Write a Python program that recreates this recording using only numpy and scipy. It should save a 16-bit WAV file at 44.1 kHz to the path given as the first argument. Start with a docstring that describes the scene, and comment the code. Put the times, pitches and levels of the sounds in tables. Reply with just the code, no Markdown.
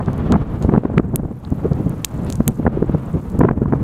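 """Gusty wind rumbles on the microphone, and single eddies strike it as short, dull buffets.
Under it a lava flow cools in the open air: a fine sizzle of flakes, sharp crust snaps, crumbling grains.
Wind is filtered noise whose level flutters; a buffet is a brief pressure pulse mixed with a noise puff.
Snaps, ticks and grains are minimum-phase clicks with a decaying noise tail; the sizzle adds a hiss."""
import sys
import numpy as np
from scipy import signal
from scipy.fft import rfft, irfft
from scipy.io import wavfile

SR = 44100
rng = np.random.default_rng(int(sys.argv[2]) if len(sys.argv) > 2 else 0)


def dump_mix(stems):
    """Bounce the given channels to the path in sys.argv[1] as a 16-bit WAV at rate SR."""
    frames = np.atleast_2d(stems).T  # one column per channel
    limited = np.clip(frames, -1, 1)  # hard clip at full scale
    pcm = np.round(limited * 32767).astype(np.int16)
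    wavfile.write(sys.argv[1], SR, pcm)


N = 168903  # length [samples]

# Wind: level trims, then how fast and how deep the turbulence flutters
RUMBLE_DB, RUSH_DB = 3.5, 1
EDDY_HZ, RUMBLE_EDDY_DB, RUSH_EDDY_DB = 41.3, 2, 2

# Buffets: level trims
THUMP_DB, BODY_DB, RASP_DB = -0.5, -1.5, 1.5
# Even the briefest eddy has the energy of some milliseconds; its rasp is shorter by a factor
BUFFET_SPREAD_S, RASP_SHORTER = 0.0055, 0.66
RASP_OCTAVES_PER_DB, RASP_USUAL_DB = 0.02, -19  # harder eddies rasp higher
CORE_S, RASP_CORE_S = 0.0091, 0.0036  # eddies shorter than this are mostly one clean pressure pulse
OVERLOAD, OVERLOAD_HZ = 0.76, 3000  # limiting amplitude, and top of the flattening

# Snaps: level trim, and the duration that sets a click's energy
SNAP_DB, SNAP_S = 2, 0.00025
SLAB_TOP_HZ, FLAKE_BODY_DB = 4000, -20.5  # the body rolls off above this; tiny flakes have little
# Tails of a click: energy level and time to decay by 60 dB
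RING_DB, RING_T60_S = -8.5, 0.0013
SCATTER_DB, SCATTER_T60_S = -19, 0.025  # nearby rock scatters the snap
FAR_DB, FAR_T60_S = -49.5, 0.091
EDGE_HZ = 16400  # upper band limit of clicks and microphone

# Sizzle
TICKS_PER_S, TICK_DB, TICK_SPREAD_DB, TICK_RANGE_DB = 550, -62, 3.5, 14.5
TICK_OCTAVES, TICK_LOW_HZ, TICK_HIGH_HZ = 0.17, 7100, 15400
TICK_FOLLOW = 0.74  # dB of tick level per dB of hiss level
FIZZ_DB, FIZZ_FLICKER_HZ, FIZZ_FLICKER_DB = -0.5, 200, 2

# Crumbling: grain rate and pitch spread, then the onset time of a spray
GRAINS_PER_S, GRAIN_OCTAVES = 3300, 0.73
CRUMBLE_RISE_S = 0.0013


def amp(db):
    """Amplitude gain from a level: 20 dB for each factor of ten."""
    return 10 ** (np.asarray(db) / 20)


def unit(x):
    """Power normalisation: scales to an rms of 1."""
    return x / np.sqrt(np.mean(x ** 2) + 1e-20)


def packet(x, seconds):
    """Energy normalisation: scales to the energy of a signal of rms 1 that lasts so long."""
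    return x * np.sqrt(seconds * SR / (np.sum(x ** 2) + 1e-20))


def add(mix, s, sound):
    """Linear superposition: mixes a sound in from time s, in seconds."""
    at = round(s * SR)
    sound = sound[max(-at, 0):]
    part = mix[max(at, 0):][:len(sound)]
    part += sound[:len(part)]


def curve(table):
    """Linear interpolation: each column of a timed table, sample by sample."""
    s, *columns = np.transpose(table)
    return [np.interp(np.arange(N) / SR, s, c) for c in columns]


def colour(x, spectrum):
    """Zero-phase filtering: weights each frequency by a spectrum of (Hz, dB) points."""
    hz, db = np.transpose(spectrum)
    f = np.fft.rfftfreq(len(x), 1 / SR)
    level = np.interp(np.log(f + 1), np.log(hz), db)
    return irfft(rfft(x) * amp(level), len(x))


def flutter(hz):
    """Band-limited random modulation: noise above hz / 10 that rolls off past hz, at an rms of 1."""
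    f = np.fft.rfftfreq(N, 1 / SR)
    response = (f > hz / 10) / (1 + (f / hz) ** 2) ** 2
    return unit(irfft(rfft(rng.standard_normal(N)) * response, N))


def wind():
    """Turbulence noise: a rumble and a higher rush, both level-modulated by the same eddies."""
    # Steady wind: (time [s], rumble level before trim [dB], rush level before trim [dB])
    wind_levels = [(0, -26, -41.5), (.3, -20.5, -36), (.45, -26, -41.5), (.7, -22.5, -43), (.81, -30, -47),
                   (.95, -23.5, -49.5), (1.04, -27.5, -57), (1.2, -28.5, -58), (1.42, -37, -50),
                   (1.58, -26.5, -45.5), (1.74, -23, -44.5), (1.96, -27.5, -44.5), (2.08, -37, -45.5),
                   (2.17, -23.5, -43), (2.55, -30, -48), (2.76, -24.5, -44.5), (3.05, -28.5, -42.5),
                   (3.29, -29.5, -47.5), (3.42, -21.5, -44.5), (3.55, -26, -59), (3.82, -22, -45)]
    # Shapes of the rumble and the rush: (frequency [Hz], relative level [dB])
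    rumble_spectrum = [(10, -12.5), (25, -14.5), (60, -1.5), (150, 0), (230, -5.5), (400, -15), (700, -24),
                       (1500, -37.5), (4000, -66), (9000, -68.5)]
    rush_spectrum = [(100, -20), (400, -2), (750, -1), (1150, -1), (1500, -9), (2100, -15), (3200, -21),
                     (5000, -31), (9000, -50)]

    rumble_db, rush_db = curve(wind_levels)
    eddies = flutter(EDDY_HZ)
    rumble = unit(colour(rng.standard_normal(N) * amp(RUMBLE_EDDY_DB * eddies), rumble_spectrum))
    rush = unit(colour(rng.standard_normal(N) * amp(RUSH_EDDY_DB * eddies), rush_spectrum))
    return amp(rumble_db + RUMBLE_DB) * rumble + amp(rush_db + RUSH_DB) * rush


def eddy(t, length, spectrum, core_s):
    """Coherent and turbulent pressure: a pulse of random phase and a noise puff share the energy."""
    impulse = signal.hilbert(1. * (t == 0))
    pulse = colour((impulse * np.exp(2j * np.pi * rng.random())).real, spectrum)
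    envelope = 2 ** (-(2 * t / length) ** 2 / 2)  # half power at length / 2 either side
    puff = colour(rng.standard_normal(len(t)) * envelope, spectrum)
    share = np.exp(-(length / core_s) ** 2)  # energy in the pulse
    mixed = np.sqrt(share) * unit(pulse) + np.sqrt(1 - share) * unit(puff)
    return packet(mixed, np.hypot(length, BUFFET_SPREAD_S))


def buffets(size=4096):
    """Transient wind pressure: each eddy is a thump, a body and a rasp that brightens with its level."""
    # Eddies striking the microphone: (time of centre [s], length [s],
    # thump level before trim [dB], body level before trim [dB], rasp level before trim [dB])
    strikes = [(.007, 0.011, -24.5, -22.5, -26.5), (0.084, 0.0058, -17, -14, -25.5),
               (0.306, 0.016, -12, -15.5, -32), (0.326, 0.0092, -13, -13, -21),
               (0.341, 0.0088, -16, -9.5, -20.5), (0.358, 0.012, -8.5, -14, -21.5),
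               (0.65, 0.0069, -8, -12.5, -30.5), (0.682, 0.0066, -14, -21, -39),
               (0.693, 0.0049, -8, -7.5, -23.5), (.697, 0.0036, -18, -21, -26.5),
               (0.725, 0.02, -16.5, -18.5, -32.5), (0.739, 0.0034, -10, -6, -22.5),
               (0.7452, 0.0028, -23, -17, -27), (0.752, 0.0051, -19, -17, -25),
               (0.762, 0.0039, -16.5, -12, -27.5), (0.779, 0.0047, -6, -3.5, -29),
               (0.836, 0.0032, -21, -19, -37), (0.855, 0.0058, -17.5, -8.5, -24),
               (0.901, 0.0042, -24, -22.5, -31.5), (.941, .006, -18.5, -18.5, -34),
               (0.98, 0.0056, -5, -12.5, -19), (0.998, 0.0061, -19, -5, -23),
               (1.147, 0.017, -15.5, -17.5, -33.5), (1.197, 0.0089, -25, -21.5, -36),
               (1.234, 0.0035, -17, -24, -39), (1.254, 0.0077, -15, -20, -35.5),
               (1.313, 0.0089, -29, -25, -46), (1.525, 0.0093, -12.5, -15, -48),
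               (1.657, 0.014, -18.5, -11, -38), (1.718, 0.011, -9.5, -17, -33),
               (1.801, 0.011, -16, -18, -47), (1.866, 0.011, -13.5, -18, -59),
               (1.941, 0.0071, -25, -31.5, -36.5), (2.302, 0.0087, -23, -19, -35),
               (2.406, .005, -7.5, -8.5, -25.5), (2.487, 0.017, -13, -16, -33.5),
               (2.599, 0.0093, -16.5, -14.5, -52), (2.654, 0.0043, -13.5, -15.5, -47),
               (2.6671, 0.0047, -11, -12, -16), (2.674, 0.0036, -15, -11.5, -27),
               (2.678, 0.0039, -6, -10, -26), (2.775, 0.0068, -29, -13, -38.5),
               (2.827, 0.0059, -18.5, -6.5, -35.5), (2.844, .006, -23, -18.5, -48),
               (2.896, 0.0032, -9, -11, -54), (2.949, 0.008, -11, -12, -34.5),
               (3.155, 0.022, -13, -18, -50), (3.351, 0.016, -13.5, -19, -42),
               (3.393, 0.0057, -10, -11, -34), (3.407, 0.0025, -13, -9, -24),
               (3.412, 0.0059, -22, -6.5, -19), (3.417, .003, -9.5, -6, -34),
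               (3.4361, 0.0062, -11, -14, -19.5), (3.4506, 0.0068, -10.5, -4, -19),
               (3.489, 0.0054, -33, -14.5, -18), (3.5119, 0.005, -12, -11.5, -23.5),
               (3.577, 0.0042, -14, -20, -36.5), (3.619, 0.0075, -13, -13.5, -39),
               (3.659, 0.0052, -13.5, -17.5, -29), (3.725, 0.0028, -11.5, -14.5, -22),
               (3.7357, 0.0075, -35, -8.5, -22)]
    # Shapes of thump, body and rasp: (frequency [Hz], relative level [dB]); rasp before its pitch shift
    thump_spectrum = [(15, -29), (45, -10), (90, -3), (160, -0.5), (230, -5.5), (400, -53), (900, -79)]
    body_spectrum = [(60, -48.5), (150, -3), (240, 4), (450, -3.5), (750, -18.5), (1200, -30.5),
                     (3000, -76)]
    rasp_spectrum = [(300, -4), (700, 7), (1080, 4), (1700, -6), (2300, -18.5), (3100, -37.5),
                     (5000, -57.5), (12000, -77)]

    out = np.zeros(N)
    t = (np.arange(size) - size // 2) / SR
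    for s, length, thump_db, body_db, rasp_db in strikes:
        brighter = 2 ** (RASP_OCTAVES_PER_DB * (rasp_db - RASP_USUAL_DB))
        shifted = np.multiply(rasp_spectrum, [brighter, 1])
        thump = amp(thump_db + THUMP_DB) * eddy(t, length, thump_spectrum, CORE_S)
        body = amp(body_db + BODY_DB) * eddy(t, length, body_spectrum, CORE_S)
        rasp = amp(rasp_db + RASP_DB) * eddy(t, length * RASP_SHORTER, shifted, RASP_CORE_S)
        add(out, s + t[0], thump + body + rasp)
    return out


def blown(x):
    """Saturation: strong wind pressure flattens at the microphone port, but stays dull."""
    limited = OVERLOAD * np.cbrt(np.tanh((x / OVERLOAD) ** 3))
    lowpass = signal.butter(2, OVERLOAD_HZ, fs=SR, output="sos")
    # Only the low part of the excess is removed, so the flattening adds little treble
    return x - signal.sosfiltfilt(lowpass, x - limited)


def fracture(hz, octaves, body_db, size=512):
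    """Minimum-phase impulse: a click with one spectral hump, and a body from the slab behind it."""
    f = np.abs(np.fft.fftfreq(size, 1 / SR)) + 1
    hump = np.exp(-(np.log2(f / hz) / octaves) ** 2 / 2)
    body = amp(body_db) / np.hypot(1, (f / SLAB_TOP_HZ) ** 2)
    band_limits = (1 + (500 / f) ** 2) * (1 + (f / EDGE_HZ) ** 20)
    log_gain = np.log((hump + body) / band_limits + 1e-4)
    # The Hilbert transform of the log gain gives the phase of a causal click
    return np.fft.ifft(np.exp(np.conj(signal.hilbert(log_gain)))).real


def snap(hz, octaves, body_db=FLAKE_BODY_DB, size=6000):
    """Impulsive fracture and scattering: a flake breaks off and rings; rough rock scatters the click."""
    t = np.arange(size) / SR
    click = fracture(hz, octaves, body_db)
    out = np.zeros(size)
    add(out, 0, packet(click, SNAP_S))
    for db, t60 in (RING_DB, RING_T60_S), (SCATTER_DB, SCATTER_T60_S), (FAR_DB, FAR_T60_S):
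        tail = rng.standard_normal(size) * amp(-60 * t / t60) * (t > SNAP_S / 2)
        out += amp(db) * packet(signal.fftconvolve(tail, click)[:size], SNAP_S)
    return out


def sizzle(count=24):
    """Random impulse trains: countless tiny flakes; the nearer ones tick, the rest merge into hiss."""
    # Level at which the sizzle is heard, with dips where the treble briefly drops:
    # (time [s], hiss level before trim [dB])
    heard_levels = [(0, -67), (.45, -71.5), (.63, -62.5), (.85, -78), (1.28, -69.5), (1.55, -63.5),
                    (2.15, -59), (2.58, -60), (2.7, -73.5), (2.95, -64.5), (3.15, -61.5), (3.33, -61),
                    (3.46, -76), (3.82, -69.5)]
    # Shape of the hiss: (frequency [Hz], relative level [dB])
    fizz_spectrum = [(1500, -18), (3500, 3.5), (5200, 6.5), (7500, 2), (11000, 4), (15600, 3.5),
                     (16300, -24.5)]

    level, = curve(heard_levels)
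    ticks = np.zeros(N)
    for hz in np.geomspace(TICK_LOW_HZ, TICK_HIGH_HZ, count):
        sizes = amp(np.minimum(TICK_SPREAD_DB * rng.exponential(1, N), TICK_RANGE_DB))
        train = sizes * (rng.random(N) < TICKS_PER_S / count / SR)
        ticks += signal.oaconvolve(train, snap(hz, TICK_OCTAVES))[:N]
    flicker = amp(FIZZ_FLICKER_DB * flutter(FIZZ_FLICKER_HZ))
    hiss = unit(colour(rng.standard_normal(N) * flicker, fizz_spectrum))
    tick_gain = amp(TICK_DB + TICK_FOLLOW * (level - level.mean()))
    return amp(level + FIZZ_DB) * hiss + ticks * tick_gain


def crust():
    """Fracture under thermal contraction: the distinct snaps of the shrinking crust."""
    # Crust snaps: (time [s], level before trim [dB], centre frequency [Hz],
    # spread of the hump [octaves], body level against the hump [dB])
    snaps = [(.061, -37, 3430, .83, -20), (.1323, -36.5, 7960, 1.4, -7), (.1798, -38, 11000, 0.78, -22),
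             (.3224, -18, 3720, 0.86, -25), (0.6252, -31.5, 5600, 0.66, -8),
             (0.9809, -11.5, 1760, 0.37, -18.5), (1.1592, -5, 10860, 0.35, -14),
             (1.4502, -33, 3800, 0.21, -13), (1.5041, -39.5, 10500, .65, -20),
             (1.7334, -37.5, 4280, .45, -20), (1.8952, -29.5, 10600, 0.44, -20),
             (2.046, -12.5, 3230, 0.52, -25), (2.048, -0.5, 8600, 1.06, -15),
             (2.248, -33.5, 8700, 0.2, -20), (2.3019, -20.5, 6000, 0.94, -15),
             (2.3255, -19.5, 5800, 0.79, -14), (2.3332, -32, 7600, .29, -20),
             (2.3563, -26.5, 7400, .46, -12), (2.4792, -0.5, 11100, 0.45, -8.5),
             (3.301, -38, 10000, 1.2, -16), (3.3916, -26.5, 9200, 0.63, -20)]

    out = np.zeros(N)
    for s, db, hz, octaves, body_db in snaps:
        add(out, s - SNAP_S / 2, amp(db + SNAP_DB) * snap(hz, octaves, body_db))
    return out


def crumbles():
    """Decaying random impulses: patches of crust give way in sprays that start at once and trickle out."""
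    # Sprays of grains: (time [s], decay time to 1/e [s], level [dB], centre frequency [Hz])
    sprays = [(0.625, 0.012, -46, 4620), (2.264, 0.041, -47.5, 2500), (2.292, 0.081, -56.5, 8000)]

    out = np.zeros(N)
    for s, length, db, hz in sprays:
        t = np.arange(0, 4 * length, 1 / SR)
        chance = rng.random(SR)[:len(t)]
        size = rng.standard_normal(SR)[:len(t)]
        envelope = np.minimum(t / CRUMBLE_RISE_S, 1) * np.exp(-t / length)
        grains = size * (chance < GRAINS_PER_S / SR) * envelope
        spray = signal.fftconvolve(grains, snap(hz, GRAIN_OCTAVES))
        add(out, s, amp(db) * packet(spray, length))
    return out


def scene():
    """Superposition of lava and wind at one microphone; only the wind saturates."""
    air = blown(wind() + buffets())
    lava = sizzle() + crust() + crumbles()
    return (air + lava)[None]


def record(dry):
    """Transducer response: microphone colour, clipping at full scale, then the band limit."""
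    # Microphone colour: (frequency [Hz], gain [dB])
    microphone = [(4200, 0), (5200, -2.5), (6500, 2), (9000, -2), (14500, -3.5), (17000, -10.5)]

    held = np.clip(colour(dry[0], microphone), -1, 1)
    band_limit = signal.firwin(255, EDGE_HZ, window=("kaiser", 9), fs=SR)
    return signal.oaconvolve(held, band_limit, "same")[None]


dry = scene()
out = record(dry)
dump_mix(out)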